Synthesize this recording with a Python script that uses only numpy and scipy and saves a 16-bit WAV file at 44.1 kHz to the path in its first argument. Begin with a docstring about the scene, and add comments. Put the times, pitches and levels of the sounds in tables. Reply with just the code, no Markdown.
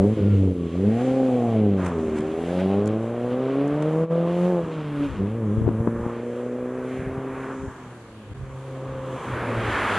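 """A small four-cylinder car with a loud exhaust slips its clutch beside the microphone, pulls through first gear,
shudders through a shift as grit ticks and drives off down a lane, shifts up again and fades as wind slaps the ports.
After a cut at 8.3 s it comes back towards the microphone, its tyres roaring. The hedge hisses throughout.
The exhaust is sines at multiples of one firing rate, through pipe resonances, plus noise puffed by the firings;
tyres, hedge and grit are shaped noise, and wind is low noise plus short swings of pressure."""
import sys
import numpy as np
from scipy import signal
from scipy.io import wavfile
from scipy.ndimage import uniform_filter1d

SR = 44100
rng = np.random.default_rng(int(sys.argv[2]) if len(sys.argv) > 2 else 0)


def inscribe(sig):
    """Save sig as 16-bit PCM at rate SR to the path in sys.argv[1].

    A 1-D sig is mono; a 2-D sig holds one channel per row.
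    Samples are clipped to [-1, 1] before scaling.
    """
    pcm = np.round(np.clip(np.atleast_2d(sig).T, -1, 1) * 32767)
    wavfile.write(sys.argv[1], SR, pcm.astype(np.int16))


N = 440118
T = np.arange(N) / SR
CUT_S, FADE_IN_S = 8.3364, .013  # the cut between the two passes, and the fade-in after it
LEFT_RIGHT = np.array([[1], [-1]])  # opposite signs at the two ports


def undb(db):
    """Amplitude of a level in dB."""
    return 10 ** (np.asarray(db) / 20)


def unit(x):
    """Scales to rms 1."""
    return x / np.sqrt(np.mean(x ** 2))


def curves(table):
    """Columns of a table, joined by straight lines in time."""
    s, *columns = np.transpose(table)
    return [np.interp(T, s, c) for c in columns]


def dips(table):
    """Sum of short flat-topped changes in level, dB."""
    return sum(db * np.exp(-((T - s) / w) ** 4) for s, db, w in table)


def walk(rate):
    """Random levels held 1 / rate s and slewed twice; spread near 1."""
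    k = int(SR / rate)
    steps = np.repeat(rng.standard_normal(N // k + 1), k)
    return 1.28 * uniform_filter1d(uniform_filter1d(steps, k), k)[:N]


def filtered(x, hz, kind, order):
    """Butterworth filter."""
    return signal.sosfilt(signal.butter(order, hz, kind, fs=SR, output="sos"), x)


def band(lo_hz, hi_hz, order=2):
    """Band of noise, rms 1."""
    return unit(filtered(rng.standard_normal(N), [lo_hz, hi_hz], "bandpass", order))


SWELL = .5  # shared swell of all bands against the flicker of each
LEAN_HZ, HUMP_HZ = 2600, 1670  # centres of the band that leans to one side and of the band that fills out


def coloured(table, flicker_db, apart_hz, tilt_db, lean_db=0, hump_db=0):
    """Half-octave noise bands under a tilting spectrum swell together, flicker alone and widen upwards."""
    hzs, dbs = np.transpose(table)
    out, swell = 0, SWELL * walk(6)
    for hz in hzs[0] * 2 ** np.arange(.25, np.log2(hzs[-1] / hzs[0]), .5):
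        mid, side = (band(hz / 2 ** .25, hz * 2 ** .25) for _ in range(2))
        # 10 log10(hz) turns level per Hz into level per band
        db = np.interp(np.log(hz), np.log(hzs), dbs) + 10 * np.log10(hz)
        db = db + flicker_db * (walk(9) + swell)
        db = db + hump_db * np.exp(-(2 * np.log2(hz / HUMP_HZ)) ** 2)
        db = db + tilt_db * np.log2(hz / 1200)
        lean = lean_db * np.exp(-(2 * np.log2(hz / LEAN_HZ)) ** 2) * LEFT_RIGHT / 2
        apart = min(0.009 + (hz / apart_hz) ** 2, 1)
        out = out + undb(db + lean) * (mid + apart * side * LEFT_RIGHT)
    return unit(out)


# Colour of a faint wide background noise. Each row: frequency in Hz, relative level in dB per Hz.
WIDE_COLOUR = [(600, -9), (1200, 1), (2000, -4), (3200, -7.5), (5200, -17)]
# Its level over time. Each row: time in seconds, level in dB.
WIDE_LEVEL = [(0, -79), (5.5, -75), (7.3, -75), (7.8, -59), (8.9, -55), (9.3, -76)]


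def wide_noise():
    """Faint wide background: noise almost independent at the two ports in its treble."""
    return undb(curves(WIDE_LEVEL)[0]) * coloured(WIDE_COLOUR, flicker_db=2, apart_hz=500, tilt_db=0)


BREEZE_DB, BUFFET_DB = -59, 4  # breeze level; spread of the buffeting
GUST_EDGE, APART = 1.24, 0.1  # exponent of the gust's rise and fall; share of rumble that differs by port
# Gusts on the ports. Each row: middle in seconds, level in dB, half length in seconds, left minus right in dB.
GUSTS = [(0.452, -47, 0.31, 4), (2.156, -48.5, 0.14, 1), (3.696, -57, 0.38, 2), (4.646, -52, 0.052, -0.5),
         (5.127, -34, 0.093, 7), (5.6, -38, 0.11, 10), (5.904, -37.5, 0.15, 0.5),
         (7.076, -40.5, 0.19, -0.5), (7.673, -44, 0.056, 6), (8.455, -40.5, 0.12, -7),
         (8.95, -46.5, 0.29, 2.5), (9.35, -42, 0.095, 0), (9.702, -36, 0.2, 0)]


def wind_rumble():
    """A centred breeze and gusts that lean to one port: buffeted low noise from turbulence at the microphone."""
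    both = band(34, 120)
    gusts = sum(undb(db + LEFT_RIGHT / 2 * lean_db) * np.exp(-np.abs((T - s) / half_s) ** GUST_EDGE)
                for s, db, half_s, lean_db in GUSTS)
    apart = np.array([APART * band(22, 71) for _ in range(2)]) * (T > 4.95)
    return (undb(BREEZE_DB) * both + gusts * (both + apart)) * undb(BUFFET_DB * walk(20))


# bright edge of a -19 dB slap against its swing; harder slaps are brighter, dB per dB
EDGE_DB, EDGE_SLOPE = -21.5, 0.85
# Wind slaps on the ports. Each row: middle in seconds, peak level in dB, frequency of the swing in Hz,
# left minus right in dB, half length in swings.
SLAPS = [(5.58, -22, 90, 20, 0.43), (5.618, -18.5, 151, 20, 0.36), (5.645, -21, 90, 19, 0.31),
         (5.669, -14, 100, 10, 0.55), (5.679, -14.5, 362, 12, 1.2), (5.69, -8.5, 254, 7, 0.48),
         (5.709, -23, 200, 12, 0.5), (5.807, -13.5, 120, 2, 0.55), (5.8745, -8.5, 292.5, 5.5, 0.62),
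         (5.884, -14, 200, 3, 0.59), (6.0, -22, 149.6, 1.5, 0.44), (6.065, -16.5, 200, 6, 0.39),
         (6.995, -22, 110.6, 2, 0.54), (7.025, -24, 169.6, -1, 0.72), (7.074, -23, 150.1, 3, 0.62),
         (7.18, -22, 117, 1.5, .5), (7.636, -24, 111.2, 6, 0.43), (7.681, -23.5, 61.9, 1, 0.52),
         (8.315, -33, 90, 7, 0.59)]


def wind_slaps():
    """Slaps of air on the ports: a few swings of pressure with a noisy edge."""
    out, edge = 0, band(150, 888, order=3)
    for s, db, hz, lean_db, swings in SLAPS:
        turn = (T - s) * hz
        swing = np.sin(2 * np.pi * turn + 0.22) + undb(EDGE_DB + EDGE_SLOPE * (db + 19.0)) * edge
        out = out + undb(db + LEFT_RIGHT / 2 * lean_db) * np.exp(-(turn / swings) ** 2) * swing
    return out


# Tyres on the lane. Each row: time in seconds, roar in dB before the tilt, tilt in dB per octave about 1200 Hz.
ROAD = [(0.04, -44, 10), (0.56, -54.5, 11), (1.0, -40.5, 9), (1.53, -43, 6.5), (1.76, -43, -3),
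        (1.8, -32, 2), (1.87, -28.5, 1), (1.93, -32.5, 0), (2.05, -39.5, 2.5), (2.3, -40, 3.5),
        (2.6, -38, 8), (2.91, -41.5, -1.5), (3.4, -39.5, 0.5), (3.9, -35, -0.5), (4.2, -38, -1.5),
        (4.45, -36.5, 6.5), (4.65, -41.5, -4.5), (5.04, -39, 2), (5.21, -40, -2.5), (5.95, -40.5, -2.5),
        (6.15, -40, 0.5), (6.5, -45, 3.5), (6.75, -40.5, 1.5), (6.95, -38, 1.5), (7.25, -38.5, -0.5),
        (7.48, -38, 0), (7.6, -41.5, 0), (7.78, -43.5, -0.5), (8.16, -48.5, -1), (8.6, -43.5, 2),
        (8.99, -38.5, 0.2), (9.3, -29, 1.5), (9.55, -25, 0.5), (9.75, -22.5, 3.5), (9.96, -19.5, 3.5)]
# The hedge's hiss. Each row: frequency in Hz, relative level in dB per Hz.
HISS_COLOUR = [(4000, -6.5), (5000, -25), (6500, 10), (8500, 8.5), (10500, 2.5), (12000, -12)]
# Swells of the hiss. Each row: middle in seconds, rise in dB, half width in seconds.
HISS_SWELLS = [(4.43, 1.5, .2), (5.06, 3, 0.15)]
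# steady part dB, following part at a roar of -40 dB, dB per dB of roar, dB per unit of tilt
HEDGE_DB, HISS_DB, HISS_SLOPE, HISS_BRIGHT = -66, -65, 0.69, 0.91


def hedge_hiss():
    """Wide hiss: a steady part joined by a part that follows the tyre roar."""
    roar_db, tilt_db = curves(ROAD)
    hiss_db = HISS_DB + HISS_SLOPE * (roar_db + 40) + HISS_BRIGHT * tilt_db + dips(HISS_SWELLS)
    level = np.hypot(undb(hiss_db), undb(HEDGE_DB))
    return level * coloured(HISS_COLOUR, flicker_db=1.5, apart_hz=6500, tilt_db=0)


# The tyres' colour. Each row: frequency in Hz, relative level in dB per Hz.
ROAR_COLOUR = [(110, -1.5), (200, 3.5), (450, 4), (650, -4.5), (1000, 1), (1400, -4.5), (1900, -10.5),
               (3000, -22), (4100, -35), (5200, -49)]
# The band around HUMP_HZ fills out and hollows over time. Each row: time in seconds, change in dB.
HUMP = [(1.9, -2), (4.2, -1.5), (6.0, 1.5), (7.7, 4), (8.5, -4.5), (9.8, 1.5)]


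def tyre_roar():
    """Tyres on the road: nearly centred noise whose treble leans right."""
    roar_db, tilt_db = curves(ROAD)
    return undb(roar_db) * coloured(ROAR_COLOUR, flicker_db=1.9, apart_hz=7000, tilt_db=tilt_db,
                                    lean_db=-2, hump_db=curves(HUMP)[0])


GRAIN_DB = 5  # spread of the fast grain
# Grit under the tyres. Each row: middle in seconds, level of the top band in dB, half length in seconds,
# low band against the top in dB.
TICKS = [(1.784, -57, 0.013, 15.5), (1.869, -46.5, 0.023, 8), (1.995, -62, 0.011, 22.5),
         (2.18, -51, 0.024, 14), (2.6, -60, 0.013, 25.5), (2.859, -40, 0.0011, 5),
         (2.87, -36.5, 0.0015, 8.5), (2.877, -42.5, 0.0029, 5), (3.678, -48, 0.0041, 2),
         (3.825, -46.5, 0.0041, 13), (6.165, -55, 0.0021, 7)]


def grit():
    """Short grainy bursts of noise, wide on top, centred below."""
    top, low = np.array([band(5700, 9100) for _ in range(2)]), band(590, 1900)
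    grain = unit(undb(GRAIN_DB * walk(300)))
    return grain * sum(undb(db) * np.exp(-((T - s) / half_s) ** 2) * (top + undb(low_db) * low)
                       for s, db, half_s, low_db in TICKS)


# A thin whine that falls and rises with the engine. Each row: time in seconds, frequency in Hz, rms level in dB.
WHINE = [(.15, 1460, -70), (.19, 1476, -59), (.3, 1380, -53), (.4, 1353, -65), (.53, 1218, -67),
         (.59, 1145, -52), (.68, 1105, -55), (.76, 1144, -48), (.79, 1210, -75)]


def thin_whine():
    """One gliding sine of wavering level."""
    hz, db = curves(WHINE)
    return np.sqrt(2) * undb(db + 1.5 * walk(25)) * np.sin(2 * np.pi * np.cumsum(hz) / SR)


# The exhaust shudders as the engine bogs down or the throttle shuts.
# Each row: middle in seconds, level in dB, half length in seconds.
SHUDDERS = [(0.195, -29, 0.041), (1.862, -42, 0.047), (2.15, -34.5, 0.18), (4.651, -39, 0.035)]


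def shudder():
    """Brief bursts of low noise from the exhaust."""
    return band(75, 264) * sum(undb(db) * np.exp(-((T - s) / half_s) ** 4) for s, db, half_s in SHUDDERS)


CLATTER_GATE = .45  # depth by which the firings chop the clatter
# Valves and tailpipe. Each row: time in seconds, valve clatter in dB, rasp of the tailpipe in dB.
CLATTER = [(0, -81, -35.5), (.2, -51, -62), (.65, -60, -63.5), (1.0, -54, -36), (1.5, -51.5, -33.5),
           (1.75, -58, -48.5), (2.3, -57, -50.5), (2.65, -50.5, -37.5), (3.1, -53, -45), (4.55, -54, -39),
           (4.75, -52, -65), (5.06, -47.5, -46), (5.17, -51.5, -73), (5.3, -60, -55), (7.5, -87, -51.5),
           (8.0, -89, -94)]


def valve_clatter(phase):
    """Two bands of noise chopped once a firing."""
    chop = unit(np.exp(CLATTER_GATE * np.cos(phase - 2)))
    level = undb(curves(CLATTER)[0] + 2.26 * walk(24.84))
    return level * chop * (band(900, 1450) + band(1815, 3260))


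# The engine slips the clutch, pulls through first gear, shifts with a shudder, coasts; then comes back.
# Each row: time in seconds, firing rate in Hz.
REVS = [(0.0, 94.2), (0.06, 101.7), (0.13, 111.4), (0.235, 98.45), (0.29, 102.6), (0.5, 91.76), (0.71, 81),
        (0.82, 96.6), (1.05, 129.3), (1.17, 132.7), (1.3, 127.7), (1.6, 107.8), (1.99, 80.1), (2.19, 75.15),
        (2.35, 80.4), (2.47, 86.05), (3.0, 111.6), (3.15, 118.8), (3.3, 123), (3.42, 129.7), (4.0, 161.4),
        (4.41, 176.7), (4.5, 181.8), (4.61, 168.1), (4.89, 146.4), (5.05, 143), (5.12, 129.4), (5.18, 97.3),
        (5.23, 96.7), (5.37, 117.3), (5.5, 101.4), (5.6, 113), (5.76, 109.8), (5.82, 114), (7.17, 132),
        (7.7, 132.7), (8.335, 100.4), (8.338, 132.5), (8.9, 132.9), (9.23, 129.2), (9.39, 124.8),
        (9.47, 115.7), (9.72, 113.5), (9.96, 97.5)]


def crank():
    """Firing rate, and its phase (one turn per firing) with a slight flutter."""
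    hz, = curves(REVS)
    return hz, 2 * np.pi * np.cumsum(hz * (1 + 0.0029 * walk(40))) / SR


# driving away lowers the resonances as heard: gathers speed from, to (s), top speed m/s
SPEED_FROM_S, SPEED_TO_S, TOP_M_S = 2.91, 4.5, 23
# The exhaust. Each row: time in seconds, level in dB, brightness in dB per octave about 250 Hz,
# odd over even firing orders in dB.
LOAD = [(0.0, -21, -2, -5), (0.13, -24, -2, -2), (0.18, -28.5, 0.5, 1), (0.23, -27, -8.5, -3),
        (0.3, -27, -8, 0.5), (0.48, -24, -4.5, 5.5), (0.55, -30.5, -2, 2), (0.85, -24, -1.8, -4),
        (1.05, -24, -1.5, -9.5), (1.3, -23, 0, -8), (1.6, -22, 0, -3), (1.85, -29.5, -4.5, -3.5),
        (2.05, -29, 5.5, 7), (2.3, -33.5, 11, 2.5), (2.45, -29, 2.5, -0.5), (2.65, -26, 0.3, -6),
        (2.85, -26.5, 1.5, -1.5), (3.1, -27.5, 3.5, 1), (3.35, -27, 2, -6.5), (3.45, -26, 1.5, -1),
        (3.6, -23, 2, 0.5), (4.0, -21, 1.5, 4), (4.4, -22.5, 4.5, 3.5), (4.59, -21.5, 6.5, 2.5),
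        (4.64, -30.5, 0, 0.5), (4.9, -28.5, -4, 3), (5.05, -24, -3.5, -10), (5.3, -28.5, -1.5, -1),
        (5.55, -25.5, -1.5, -3), (5.9, -27.5, -0.5, -1.5), (6.1, -32, 2.5, -2), (6.6, -33, 2.5, -6),
        (7.2, -32, 0.5, 2), (7.65, -38, 2.5, -3), (7.72, -48, -2, 10), (7.95, -46.5, -2, 4),
        (8.15, -46, -1, -1), (8.33, -46, -3, 6.5), (8.35, -55, 0, 27), (8.45, -44, -4.5, 7),
        (8.9, -38, 0, 2.5), (9.15, -38.5, -5, -5), (9.26, -45, -7, 4), (9.45, -51.5, -10, 1),
        (9.5, -35, -1, -5.5), (9.69, -37, -2.5, 0), (9.75, -59, -2, -2), (9.98, -34, 4, -5)]
# The engine note drops out. Each row: middle in seconds, change in dB, half width in seconds.
LIFTS = [(.155, -9, 0.015), (.705, -7, 0.03), (5.13, -13, 0.066), (9.22, -21, 0.046)]
# Pipe resonances at rest, which the firing orders slide through. Each row: frequency in Hz, gain in dB.
PIPE = [(75.0, 2), (85.0, -8.5), (105.0, 0.8), (145.0, -7.5), (205.0, 2), (240.0, -4.5), (295.0, -0.5),
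        (350.0, -9), (405.0, -2), (465.0, -12), (520.0, -5), (560.0, -13), (650.0, -14), (900.0, -33)]
# Added colour when the car faces the microphone. Each row: frequency in Hz, gain in dB.
FRONT = [(100.0, 10), (200.0, -1.5), (400.0, -5.5), (520.0, 11.5), (650.0, -9)]
# The silencer's resonances. Each row: frequency in Hz, gain in dB against the rasp.
SILENCER = [(400, -2), (560, 7), (700, -3.5), (820, -5), (950, -13.5), (1150, -8.5), (1500, -42)]
# Rasp orders above RASP_TOP_HZ, buried at first, clear at full throttle. Each row: time in seconds, change in dB.
RASP_TOP, RASP_TOP_HZ = [(2.2, -9), (2.6, -2), (3.6, -2), (4.1, 2), (4.6, 2), (5.0, -6)], 860


def order_levels(hz):
    """Levels of 11 firing orders: five shaped by the pipe, six of rasp by the silencer; and the rasp itself."""
    def colour(f, table):
        hzs, dbs = np.transpose(table)
        return np.interp(np.log(f), np.log(hzs), dbs)

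    level_db, bright, odd_db = curves(LOAD)
    level_db = level_db + dips(LIFTS)
    rasp_db = curves(CLATTER)[1] + dips(LIFTS)
    away = 1 + np.interp(T, [SPEED_FROM_S, SPEED_TO_S], [0, TOP_M_S / 343]) * (T < CUT_S)
    order_db = []
    for k in range(1, 6):
        db = level_db + (k % 2 - .5) * odd_db + bright * np.log2(k * hz / 250)
        order_db.append(db + colour(k * hz * away, PIPE) + (T > CUT_S) * colour(k * hz, FRONT))
    # the silencer lets little through above its last resonance
    for k in range(6, 12):
        top = np.clip((k * hz - RASP_TOP_HZ) / 60 + .5, 0, 1)
        order_db.append(rasp_db + np.interp(k * hz, *np.transpose(SILENCER)) + curves(RASP_TOP)[0] * top)
    return order_db, rasp_db


# rough at low revs, clean at high: dB per octave that the firing rate lies below ROUGH_HZ
ROUGH_HZ, ROUGH_DB_PER_OCT = 115, 5
# Ragged as the clutch bites and at each change of throttle. 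Each row: time in seconds, added roughness in dB.
RAGGED = [(0, 1), (.15, 2), (.19, 9), (.3, 5), (.5, 4), (.72, 4), (.85, 0), (1.7, 0), (1.85, 4), (1.95, -1),
          (2.4, -1), (2.55, 1), (2.65, -4), (3.0, -3), (4.55, -3), (4.65, 1), (5.15, 0), (5.3, -4),
          (5.9, -2), (6.2, 1), (7.6, 1), (7.8, 5), (8.33, 5), (8.4, 1)]


def roughness(hz):
    """Extra gas noise in dB; the lines between the orders take half of it."""
    return ROUGH_DB_PER_OCT * np.log2(ROUGH_HZ / hz) + curves(RAGGED)[0]


GAS_DB, RASP_HISS_DB = -13, -2  # noise against the upper orders' effort, and against the rasp
PUFF_DEPTH = .4  # how deeply the gas puffs


def exhaust_gas(phase, order_db, rasp_db, rough_db):
    """Turbulent gas: a low band that follows the effort and a rasping one, puffed once a firing."""
    puff = unit(np.exp(PUFF_DEPTH * np.cos(phase - 1)))
    effort = np.sqrt(sum(undb(db) ** 2 for db in order_db[1:]))
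    low = effort * undb(GAS_DB + rough_db) * band(191, 517, order=4)
    rasp = undb(rasp_db + RASP_HISS_DB + rough_db) * band(630, 806, order=4)
    return puff * (low + rasp)


FRONT_LAG, TAIL_LAG = 1.7, .03  # radians; radians per squared order
HALF_DB, QUARTER_DB = -8.5, -11  # lines at half and quarter orders against their neighbours
WANDER = .2  # radians by which the orders drift, times sqrt(order - 1)
RASP_WAVER_DB, RASP_WANDER = 3.5, .6  # the rasp's orders are ragged in level (dB) and phase (radians)
STROKE_DB = .7  # scatter in strength from firing to firing
# How much the lower orders waver, more once the far car coasts. Each row: time in seconds, spread in dB.
WAVER = [(7.4, 1.2), (7.75, 3.5), (8.33, 3.5), (8.4, 1.5)]
# Strength of the half-order lines over time. Each row: time in seconds, change in dB.
HALVES = [(0, -1), (1.0, -6.5), (2.2, -1.5), (3.0, 5), (3.8, 2.5), (4.5, 6), (5.0, -4), (6.0, 1.5),
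          (6.6, 4.5), (7.3, 2), (7.8, -2)]
# The cylinders differ mostly in the upper ring of the pipe. Each row: frequency in Hz, gain in dB.
UNEVEN = [(300, -24.5), (450, -2)]


def firing_orders(hz, phase, order_db, rough_db):
    """Sines at multiples of the firing rate on one phase, with lines between from unequal cylinders."""
    out, waver_db = 0, curves(WAVER)[0]
    parts = (.25, QUARTER_DB), (.5, HALF_DB + curves(HALVES)[0]), (.75, QUARTER_DB)
    for k, db in enumerate(order_db, 1):
        if k > 5:
            spread_db, drift = RASP_WAVER_DB, RASP_WANDER * walk(40)
        else:
            spread_db, drift = waver_db, WANDER * np.sqrt(k - 1) * walk(15)
        # lags that grow with the order make every firing a steep front with a ringing tail
        lag = FRONT_LAG + TAIL_LAG * k ** 2
        out = out + undb(db + spread_db * walk(30)) * np.cos(k * phase - lag + drift)
        if k == 1:
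            continue
        between_db = (db + order_db[k - 2]) / 2
        for part, part_db in parts:
            uneven_db = np.interp((k - part) * hz, *np.transpose(UNEVEN))
            line_db = between_db + rough_db / 2 + part_db + uneven_db + 3 * walk(12)
            out = out + undb(line_db) * np.cos((k - part) * phase - 1.1 - 0.42 * k)
    strength = rng.standard_normal(N // 100)[(phase / (2 * np.pi) + .5).astype(int)]  # one draw per firing
    # sqrt(2) makes each line's dB an rms level
    return np.sqrt(2) * out * unit(undb(STROKE_DB * uniform_filter1d(strength, size=100)))


def engine():
    """Firing orders, gas and clatter locked to one crank phase, with a free whine and shudders."""
    hz, phase = crank()
    order_db, rasp_db = order_levels(hz)
    rough_db = roughness(hz)
    orders = firing_orders(hz, phase, order_db, rough_db)
    gas = exhaust_gas(phase, order_db, rasp_db, rough_db)
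    return orders + gas + valve_clatter(phase) + thin_whine() + shudder()


# A faint opposite-sign copy widens the upper exhaust note. Each row: time in seconds, level in dB against the car.
ENGINE_WIDTH = [(0, -30), (1.8, -29.5), (2.4, -54), (3.3, -51.5), (4.2, -30), (6.2, -44)]


def car_widened():
    """The centred car plus its sound above 300 Hz, 90 samples late and of opposite sign at the two ports."""
    car = engine()
    wide = filtered(np.roll(car, shift=90), 300, "highpass", order=3)
    return car + undb(curves(ENGINE_WIDTH)[0]) * wide * LEFT_RIGHT


# The whole sound dips briefly. Each row: middle in seconds, change in dB, half width in seconds.
LEVEL_DIPS = [(4.076, -12, 0.03)]


def scene():
    """Wide noise, wind, hedge, tyres, grit and car summed at the microphone."""
    background = wide_noise() + wind_rumble() + wind_slaps() + hedge_hiss()
    return (background + tyre_roar() + grit() + car_widened()) * undb(dips(LEVEL_DIPS))


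TOP_HZ, CEILING = 11700, .6  # steep treble limit; amplitude where peaks round off


def record(dry):
    """The microphone loses the deepest bass, peaks are rounded off, the cut fades in, the top is cut steeply."""
    thin = filtered(dry, 38, "highpass", order=2)
    rounded = CEILING * np.tanh(thin / CEILING)
    edit = np.where(T < CUT_S, 1, np.clip((T - CUT_S) / FADE_IN_S, 0, 1))
    return signal.sosfilt(signal.ellip(10, .2, 80, TOP_HZ, fs=SR, output="sos"), edit * rounded)


dry = scene()
out = record(dry)
inscribe(out)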